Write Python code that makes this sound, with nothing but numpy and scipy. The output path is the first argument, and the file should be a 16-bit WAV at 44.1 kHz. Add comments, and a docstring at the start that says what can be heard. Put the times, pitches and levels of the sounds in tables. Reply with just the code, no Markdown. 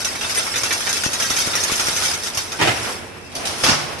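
"""A chain-link fencing machine in an open workshop, heard through two microphones. Wire scrapes through the forming
blade, squeaking once, while the turning spiral slaps and rattles in its steel trough, with soft low thumps at left.
The mechanism shifts with a heavy double clunk, then the scraping dies away and the motor idles with a faint whine.
Then the drive takes up with a groan and a chirp of wire, and the machine comes down with a chattering clank.
Blows and slips ring noise-built steel, the motor and gears are noise and sines, and a decaying tail is the room."""
import sys
import numpy as np
from scipy import signal
from scipy.fft import rfft, irfft, next_fast_len
from scipy.io import wavfile

SR = 44100
rng = np.random.default_rng(int(sys.argv[2]) if len(sys.argv) > 2 else 0)


def transcribe(signal):
    """Save signal, clipped to [-1, 1], as a 16-bit WAV file at the path in sys.argv[1]."""
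    frames = np.atleast_2d(signal).T
    limited = np.clip(frames, -1, 1)
    pcm = np.round(limited * 32767).astype(np.int16)
    wavfile.write(sys.argv[1], SR, pcm)


N = 176400
T = np.arange(N) / SR
SIDES = np.array([[1], [-1]])  # left, right

# the spiral slaps the trough, before each layer's trim: [t/s, level/dB, midrange ring against it/dB]
SPIRAL_SLAPS = [(0.0463, -20, -3.5), (0.067, -32, -2), (0.153, -34.5, 6), (0.2104, -30.5, 8.5),
                (0.2328, -31.5, 9), (0.2964, -26, 1), (0.3484, -23, -6), (0.375, -32, 7.5),
                (0.394, -26.5, 2), (0.4666, -32.5, 8.5), (0.5407, -40, 18.5), (0.5585, -24, 3.5),
                (0.579, -25, -9), (0.634, -20, -3), (0.6544, -30, 4), (0.707, -26, 6.5), (0.725, -20, -4.5),
                (0.8053, -26.5, -2), (0.8692, -28, 7.5), (0.892, -22, -7), (0.9276, -20, -13),
                (0.9676, -26, 0.5), (1.0356, -22, 1), (1.0563, -23, -8), (1.1322, -22.5, -5.5),
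                (1.1998, -21.5, -1.5), (1.2225, -21, -0.5), (1.252, -25, -17), (1.302, -20.5, -2.5),
                (1.365, -21.5, -3.5), (1.3854, -20, -5), (1.409, -22, -17), (1.4683, -23.5, -5.0),
                (1.5339, -31.5, 10), (1.5533, -19, -4.5), (1.6015, -23.5, -29), (1.6345, -20.5, -8),
                (1.662, -39, -8), (1.696, -33.5, 11.5), (1.7165, -19.5, -4), (1.7564, -22.0, -18),
                (1.797, -21.5, -2), (1.8691, -23, 0), (1.8848, -25.5, -0.5), (1.9644, -23.5, -5),
                (2.0224, -22, -0.5), (2.0515, -21, -3.5), (2.1359, -25.5, -2.5), (2.235, -25, -12),
                (2.2644, -31.5, 1.5), (2.3464, -27, -12), (2.3725, -20.5, -6.5), (2.5192, -28.5, 0.5)]
# scraping wire, before each layer's trim: [t/s, level/dB]
WIRE_FEED = [(0, -25.5), (.14, -29.5), (.32, -23), (.52, -25), (.8, -23), (1.12, -25), (1.4, -21.5),
             (1.68, -23.5), (2.1, -19.5), (2.2, -28), (2.28, -23), (2.32, -31), (2.41, -25.5), (2.48, -33),
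             (2.58, -31.5), (2.7, -26.5), (2.92, -27), (3.0, -37.5), (3.14, -45.5), (3.3, -44.5),
             (3.4, -39), (3.49, -43), (3.63, -24), (3.8, -32), (3.95, -40.5)]
# colour of the gears' rumble and friction: [f/Hz, relative level/dB]
GEAR_COLOUR = [(30, -12), (80, -3), (200, -5.5), (450, 0), (800, 0.5), (1500, -2.5), (3000, -6.5),
               (6000, -19.5)]
# bright colour of wire on steel: [f/Hz, relative level/dB]
WIRE_COLOUR = [(3000, -10), (4300, -6), (5400, 2.5), (6400, 4.5), (7400, -8), (9000, -6.5), (11500, -4.5)]
# stereo placing: [f/Hz, left against right level/dB]
LEFT_RIGHT = [(60, -4), (150, -5), (500, -2), (1500, -.2), (3000, -.6), (5000, -2.7), (8500, 4.5),
              (11500, -.5)]

# bunching of the steel's modes: spacing, unevenness, and time the contact stays on one spot
MODE_CLUSTER_HZ, MODE_CONTRAST_DB, SPOT_S = 170, 5.5, .016
ROOM_T60_S, ROOM_DAMPING = 1, 0.19  # at 1 kHz; power by which it shortens with frequency


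def spiral():
    """The turning spiral slaps its trough: a bright wire rattle over the trough's short ring."""
    # midrange colour of the trough: [f/Hz, relative level/dB]
    trough_colour = [(200, -2), (900, 4), (1400, 13.5), (1700, 7.5), (2100, 7), (3300, 8.5), (4200, 1),
                     (8000, -62)]
    bright_rows = [(s, db) for s, db, mid_db in SPIRAL_SLAPS]
    middle_rows = [(s, db + mid_db) for s, db, mid_db in SPIRAL_SLAPS]
    bright = blows(bright_rows, rattle_db=3.5, rattle_s=0.014, per_s=1500)
    middle = blows(middle_rows, rattle_db=2, rattle_s=0.013, per_s=1500)
    wire = from_db(6.5) * body(bright, WIRE_COLOUR, ring_s=0.049, room_db=-22.5)
    trough = from_db(2) * body(middle, trough_colour, ring_s=0.043, room_db=-22)
    return wire + trough + from_db(-21) * frame(middle)


def pings(count=5):
    """Each slap makes the springy wire twang a few times within 25 ms, as decaying sines of chance pitch."""
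    ping_db, t60_s, attack_s = 0.5, 0.12, 0.005
    low_hz, high_hz = 1250, 6600
    t = T[:SR // 8]
    ring = np.exp(-np.log(1000) * t / t60_s) * (1 - np.exp(-t / attack_s))
    out = np.zeros((2, N))
    for s, db, mid_db in SPIRAL_SLAPS:
        for late, pitch, size, left, right in rng.random((count, 5)):
            i = int((s + .025 * late) * SR)
            hz = low_hz * (high_hz / low_hz) ** pitch
            # low twangs follow the midrange ring; high ones are softer
            gain = from_db(db + ping_db + (1 - pitch) * mid_db / 2 - 4.8 * size - 3 * pitch)
            phase = np.array([[left], [right]])
            out[:, i:i + len(t)] += gain * ring * np.sin(2 * np.pi * (hz * t + phase))
    return out


def feed():
    """Wire drags through the blade in uneven little slips that excite the ringing steel."""
    # colour of the scrape: [f/Hz, relative level/dB]
    scrape_colour = [(900, -30), (1400, -1.5), (2500, -6), (3600, -1.5), (4200, -3), (5300, 5), (6100, -1),
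                     (7400, -6), (9000, -2), (11500, -9)]
    slips = grains(per_s=1800, spread_db=3)
    slips = slips * from_db(0.86 * drift(17))
    scrape = rms_one(body(slips, scrape_colour, ring_s=0.05, room_db=-20))
    return from_db(-0.5) * level(WIRE_FEED) * scrape


def grit():
    """Burrs on the wire snap past the blade as a fine spatter of dry ticks, each a short noise burst."""
    grit_db, per_s, tick_t60_s = -7, 170, .012
    t = T[:SR // 20]
    tick = noise(WIRE_COLOUR, size=len(t)) * from_db(-60 * t / tick_t60_s)
    contacts = grains(per_s, spread_db=2)[None]
    spatter = signal.oaconvolve(contacts, tick, axes=1)[:, :N]
    return from_db(grit_db) * level(WIRE_FEED) * rms_one(spatter)


def squeaks():
    """The wire catches in the guide and sings briefly, in wavering partials under one swell."""
    # swell of the squeak: [t/s, length/s, level/dB]
    swells = [(0.361, 0.043, -22)]
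    # partials: [f/Hz, level against the swell/dB]
    partials = [(2030, -2.5), (5960, -1), (8710, 6), (9950, -1.5)]
    swell = sum(from_db(db) * half_sine(s, length) for s, length, db in swells)
    tone = 0
    for hz, db in partials:
        cycles = np.cumsum(hz * (1 + 0.0029 * drift(90))) / SR + rng.random((2, 1))
        gain = from_db(db + SIDES * at_hz(LEFT_RIGHT, hz) / 2)
        tone = tone + gain * np.sin(2 * np.pi * cycles)
    return swell * tone


def mechanism():
    """The double clunk, the clank and the skidding wire: blows that ring steel and, save the skids, the frame."""
    # the mechanism shifts, before trim: [t/s, level/dB]
    clunk_rows = [(2.590, -25), (2.599, -19), (2.613, -13.5), (2.623, -18), (2.650, -18.5), (2.673, -13),
                  (2.694, -20)]
    # steel strikes steel and bounces, before trim: [t/s, level/dB]
    clank_rows = [(2.373, -27.5), (3.637, -13), (3.664, -15), (3.687, -14.5), (3.713, -19), (3.732, -21)]
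    # loose wire skids on the table: [t/s, level/dB]
    skid_rows = [(3.318, -39.5), (3.352, -27), (3.453, -23), (3.468, -25.5), (3.637, -17.5), (3.985, -33.5)]
    # their colours: [f/Hz, relative level/dB]
    clunk_colour = [(35, -21), (110, 3), (190, -2), (350, 4.5), (500, -0.5), (850, 2), (1300, -2.5),
                    (2700, 1), (3700, -8), (6000, -12.5), (11500, -21.5)]
    clank_colour = [(40, -38), (122, 2.5), (187, -4), (362, -4), (504, -4), (849, -2), (1500, -3.5),
                    (4150, -8.5), (5390, -2), (7510, -15.5), (11500, -23)]
    skid_colour = [(300, 4.5), (1500, -8), (2500, -0.5), (4000, 2.5), (6000, 7), (7500, -7), (9500, 1.5),
                   (11500, -7.5)]
    clunks = blows(clunk_rows, rattle_db=5, rattle_s=0.023, per_s=2000)
    clanks = blows(clank_rows, rattle_db=2.0, rattle_s=0.019, per_s=1500)
    skids = blows(skid_rows, rattle_db=9, rattle_s=0.014)
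    heavy = body(clunks, clunk_colour, ring_s=0.065, room_db=-17.5, contrast_db=0)
    chatter = body(clanks, clank_colour, ring_s=0.082, room_db=-14.5, contrast_db=2.5)
    sliding = body(skids, skid_colour, ring_s=0.041, room_db=-12)
    return from_db(0.5) * heavy + from_db(2.5) * chatter + sliding + from_db(-26) * frame(clunks + clanks)


def thumps():
    """Soft low thumps, as of air or handling buffeting the microphones: band-passed pulses, stronger at left."""
    # soft low thumps, before the band-pass: [t/s, level/dB]
    buffets = [(1.063, -14.5), (1.306, -20), (1.385, -30), (1.474, -19.5), (1.720, -18.5), (1.885, -19.5),
               (3.695, -17.5)]
    low_hz, high_hz, left_db = 48, 392, 10
    push = bandpass(blows(buffets, rattle_db=-11.5, rattle_s=0.12), low_hz, high_hz)
    push = push * SR / (2 * high_hz)  # makes up the height lost in the narrow band
    return push * from_db(SIDES * left_db / 2)


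def restart():
    """The gears groan under the returning load and the taut wire chirps, both as narrow friction noise."""
    # groan, silent outside its span: [t/s, level/dB]
    groan_level = [(3.3, -59), (3.36, -34.5), (3.46, -36.5), (3.62, -59)]
    chirp_s, chirp_length_s, chirp_db = 3.435, .05, -34
    groan = from_db(np.interp(T, *np.transpose(groan_level), left=-np.inf, right=-np.inf))
    chirp = from_db(chirp_db) * half_sine(chirp_s, chirp_length_s)
    return groan * resonance(660, width_hz=130) + chirp * resonance(2480, width_hz=150)


def drive():
    """Gears and chains rumble as noise that follows the load; idle noise and humming sines run throughout."""
    # rumble: [t/s, level/dB]
    load = [(0, -32), (.3, -31), (1.0, -31), (2.1, -28.5), (2.25, -35.5), (2.57, -34.5), (2.65, -31.5),
            (2.9, -29.5), (3.08, -39.5), (3.31, -45.5), (3.36, -34), (3.46, -27), (3.6, -29), (3.75, -33),
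            (4, -31)]
    # colour of the idling motor: [f/Hz, relative level/dB]
    idle_colour = [(30, -4), (102, -1.5), (185, -2.5), (255, 1.5), (350, -9.5), (441, 1), (525, -5.5),
                   (1460, -12), (2580, -11), (3000, -21.5), (11500, -37)]
    # hum and whine of the motor, before wander and placing: [f/Hz, rms level/dB]
    motor_lines = [(89, -49.5), (358, -51), (2350, -56.5)]
    gears = level(load) * noise(GEAR_COLOUR) * from_db(1.78 * drift(13.2))
    hum = 0
    for hz, db in motor_lines:
        swing = from_db(db + 2 * drift(26))
        cycles = np.cumsum(hz * (1 + 0.0019 * drift(14.5))) / SR
        hum = hum + swing * np.sqrt(2) * np.sin(2 * np.pi * cycles)
    return gears + from_db(-38.5) * noise(idle_colour) + hum * from_db([[-2], [1]])


def whine():
    """The unloaded motor sings one thin, unsteady note, made of very narrow noise half buried in its rumble."""
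    # whine: [t/s, level/dB]
    whine_level = [(3.0, -60), (3.15, -50), (3.33, -49), (3.45, -70)]
    return level(whine_level) * resonance(2665, width_hz=36)


def frame(force):
    """The steel frame rings in its strongest modes, unequally at the two microphones."""
    # modes, before a chance tilt per side: [f/Hz, level/dB, t60/s]
    modes = [(120.1, -9, 0.68), (672, 1, 0.15), (870.5, 1, 0.18), (1435, 6, 0.14), (2333, -3, 0.093),
             (2623, 4, 0.22), (5500, 6, 0.052)]
    out = np.zeros((2, N))
    for hz, db, t60 in modes:
        r, w = from_db(-60 / (t60 * SR)), 2 * np.pi * hz / SR
        sides = rng.normal(0, 1, (2, 1)) + SIDES * at_hz(LEFT_RIGHT, hz) / 2
        ring = signal.lfilter([0, np.sin(w)], [1, -2 * r * np.cos(w), r * r], force)
        out += from_db(db + sides) * ring
    return out


def body(force, spectrum, ring_s, room_db, contrast_db=MODE_CONTRAST_DB, count=7):
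    """Steel rings in mode clusters that change with the spot touched; the workshop tail dulls as it dies."""
    t = T[:SR]
    short = SR // 5
    spot = rng.integers(0, count, N)[(T / SPOT_S).astype(int)]
    size = next_fast_len(N + SR, True)
    out = 0
    for k in range(count):
        ring = noise(spectrum, size=short, cluster_db=contrast_db)
        ring = ring * from_db(-60 * t[:short] / max(ring_s, .002))
        out = out + transform(force * (spot == k), size) * transform(ring, size)
    rest = noise(spectrum, size=SR) * from_db(room_db) * (1 - np.exp(-t / 0.0043))
    tail = 0
    # peel off octave bands from the bottom up, each with its own decay
    for hz in 250 * 2. ** np.arange(7):
        band = signal.sosfiltfilt(signal.butter(2, hz, fs=SR, output="sos"), rest)
        rest = rest - band
        t60 = ROOM_T60_S * (hz / 1000) ** -ROOM_DAMPING
        tail = tail + band * from_db(-60 * t / t60)
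    out = out + transform(force, size) * transform(tail, size)
    return irfft(out, size)[:, :N]


def blows(rows, rattle_db, rattle_s, per_s=600):
    """Each blow is one sharp contact and a rattle of smaller ones that swells quickly and dies."""
    hits = np.zeros(N)
    for s, db in rows:
        hits[int(np.clip(s * SR, 0, N - 1))] += from_db(db)
    r, onset = np.exp(-2 / (rattle_s * SR)), np.exp(-1 / (0.0024 * SR))
    energy = signal.lfilter([0, 1 - r], [1, -r], hits ** 2 + 1e-18)
    energy = signal.lfilter([1 - onset], [1, -onset], energy)
    return hits + from_db(rattle_db) * np.sqrt(energy) * grains(per_s, spread_db=2.0)


def grains(per_s, spread_db):
    """Random tiny contacts of uneven size and either sign; rms 1."""
    sizes = from_db(spread_db * np.minimum(rng.exponential(1, N), 4)) * rng.choice([-1, 1], N)
    return rms_one(sizes * (rng.random(N) < per_s / SR))


def resonance(hz, width_hz):
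    """Friction noise ringing in one resonance; rms 1."""
    return rms_one(bandpass(noise(GEAR_COLOUR), hz - width_hz / 2, hz + width_hz / 2))


def noise(spectrum, size=N, cluster_db=0):
    """Random-phase stereo noise of a given colour, optionally bunched in chance resonances; rms 1."""
    # stereo width: [f/Hz, side against mid level/dB]
    width = [(30, -2), (70, -5), (300, -5.5), (1000, -1.3), (4000, -.7), (9800, -1), (11300, 7)]
    low_cut_hz = 33
    hz = np.arange(size // 2 + 1) * SR / size
    mid, side = np.exp(2j * np.pi * rng.random((2, len(hz))))
    centres = np.arange(0, SR / 2, MODE_CLUSTER_HZ)
    heights = np.sqrt(3) * rng.uniform(-1, 1, len(centres))  # spread 1
    # clusters flatten out at the bottom and the top
    heights = heights * np.minimum(centres / 2000, 1) / (1 + (centres / 9000) ** 4)
    clusters = np.interp(hz, centres, heights)
    gain = from_db(at_hz(spectrum, hz) + cluster_db * clusters + SIDES * at_hz(LEFT_RIGHT, hz) / 2)
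    gain = gain * hz ** 4 / (hz ** 4 + low_cut_hz ** 4)
    stereo = mid + SIDES * side * from_db(at_hz(width, hz))
    return rms_one(irfft(stereo * gain, size))


def drift(corner_hz):
    """Slow chance with spread 1: low-passed noise drawn at every 40th sample."""
    r = np.exp(-80 * np.pi * corner_hz / SR)
    slow = signal.lfilter([1], [1, -2 * r, r * r], rng.standard_normal(N // 40 + 2002))
    slow = rms_one(slow[2000:])  # drop the filter's start
    return np.interp(np.arange(N) / 40, np.arange(len(slow)), slow)


def half_sine(s, length):
    """One smooth swell from 0 to 1 and back."""
    return np.sin(np.pi * np.clip((T - s) / length, 0, 1))


def bandpass(x, low_hz, high_hz):
    """Keep one band."""
    return signal.sosfilt(signal.butter(2, [low_hz, high_hz], "band", fs=SR, output="sos"), x)


def transform(x, size):
    """Padded spectrum, for convolving."""
    return rfft(x.astype(np.float32), size)


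def from_db(db):
    """Decibels to gain."""
    return 10 ** (np.asarray(db) / 20)


def rms_one(x):
    """Scale to rms 1."""
    return x / np.sqrt(np.mean(x ** 2) + 1e-20)


def at_hz(points, hz):
    """Read a spectrum on a log-frequency axis."""
    f, value = np.transpose(points)
    return np.interp(np.log(hz + 1e-9), np.log(f), value)


def level(points):
    """Gain over time from (t/s, level/dB) points."""
    return from_db(np.interp(T, *np.transpose(points)))


def scene():
    """The whole machine, from the slapping spiral to the motor behind it, with the thumps at the microphones."""
    wire = spiral() + pings() + feed() + grit() + squeaks()
    shifts = mechanism() + thumps() + restart()
    return wire + shifts + drive() + whine()


def record(dry):
    """Peaks are clipped at full scale, then a steep low-pass cuts the top."""
    cutoff_hz = 11780
    low_pass = signal.ellip(10, .2, 80, cutoff_hz, fs=SR, output="sos")
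    return signal.sosfilt(low_pass, np.clip(dry, -1, 1))


dry = scene()
out = record(dry)
transcribe(out)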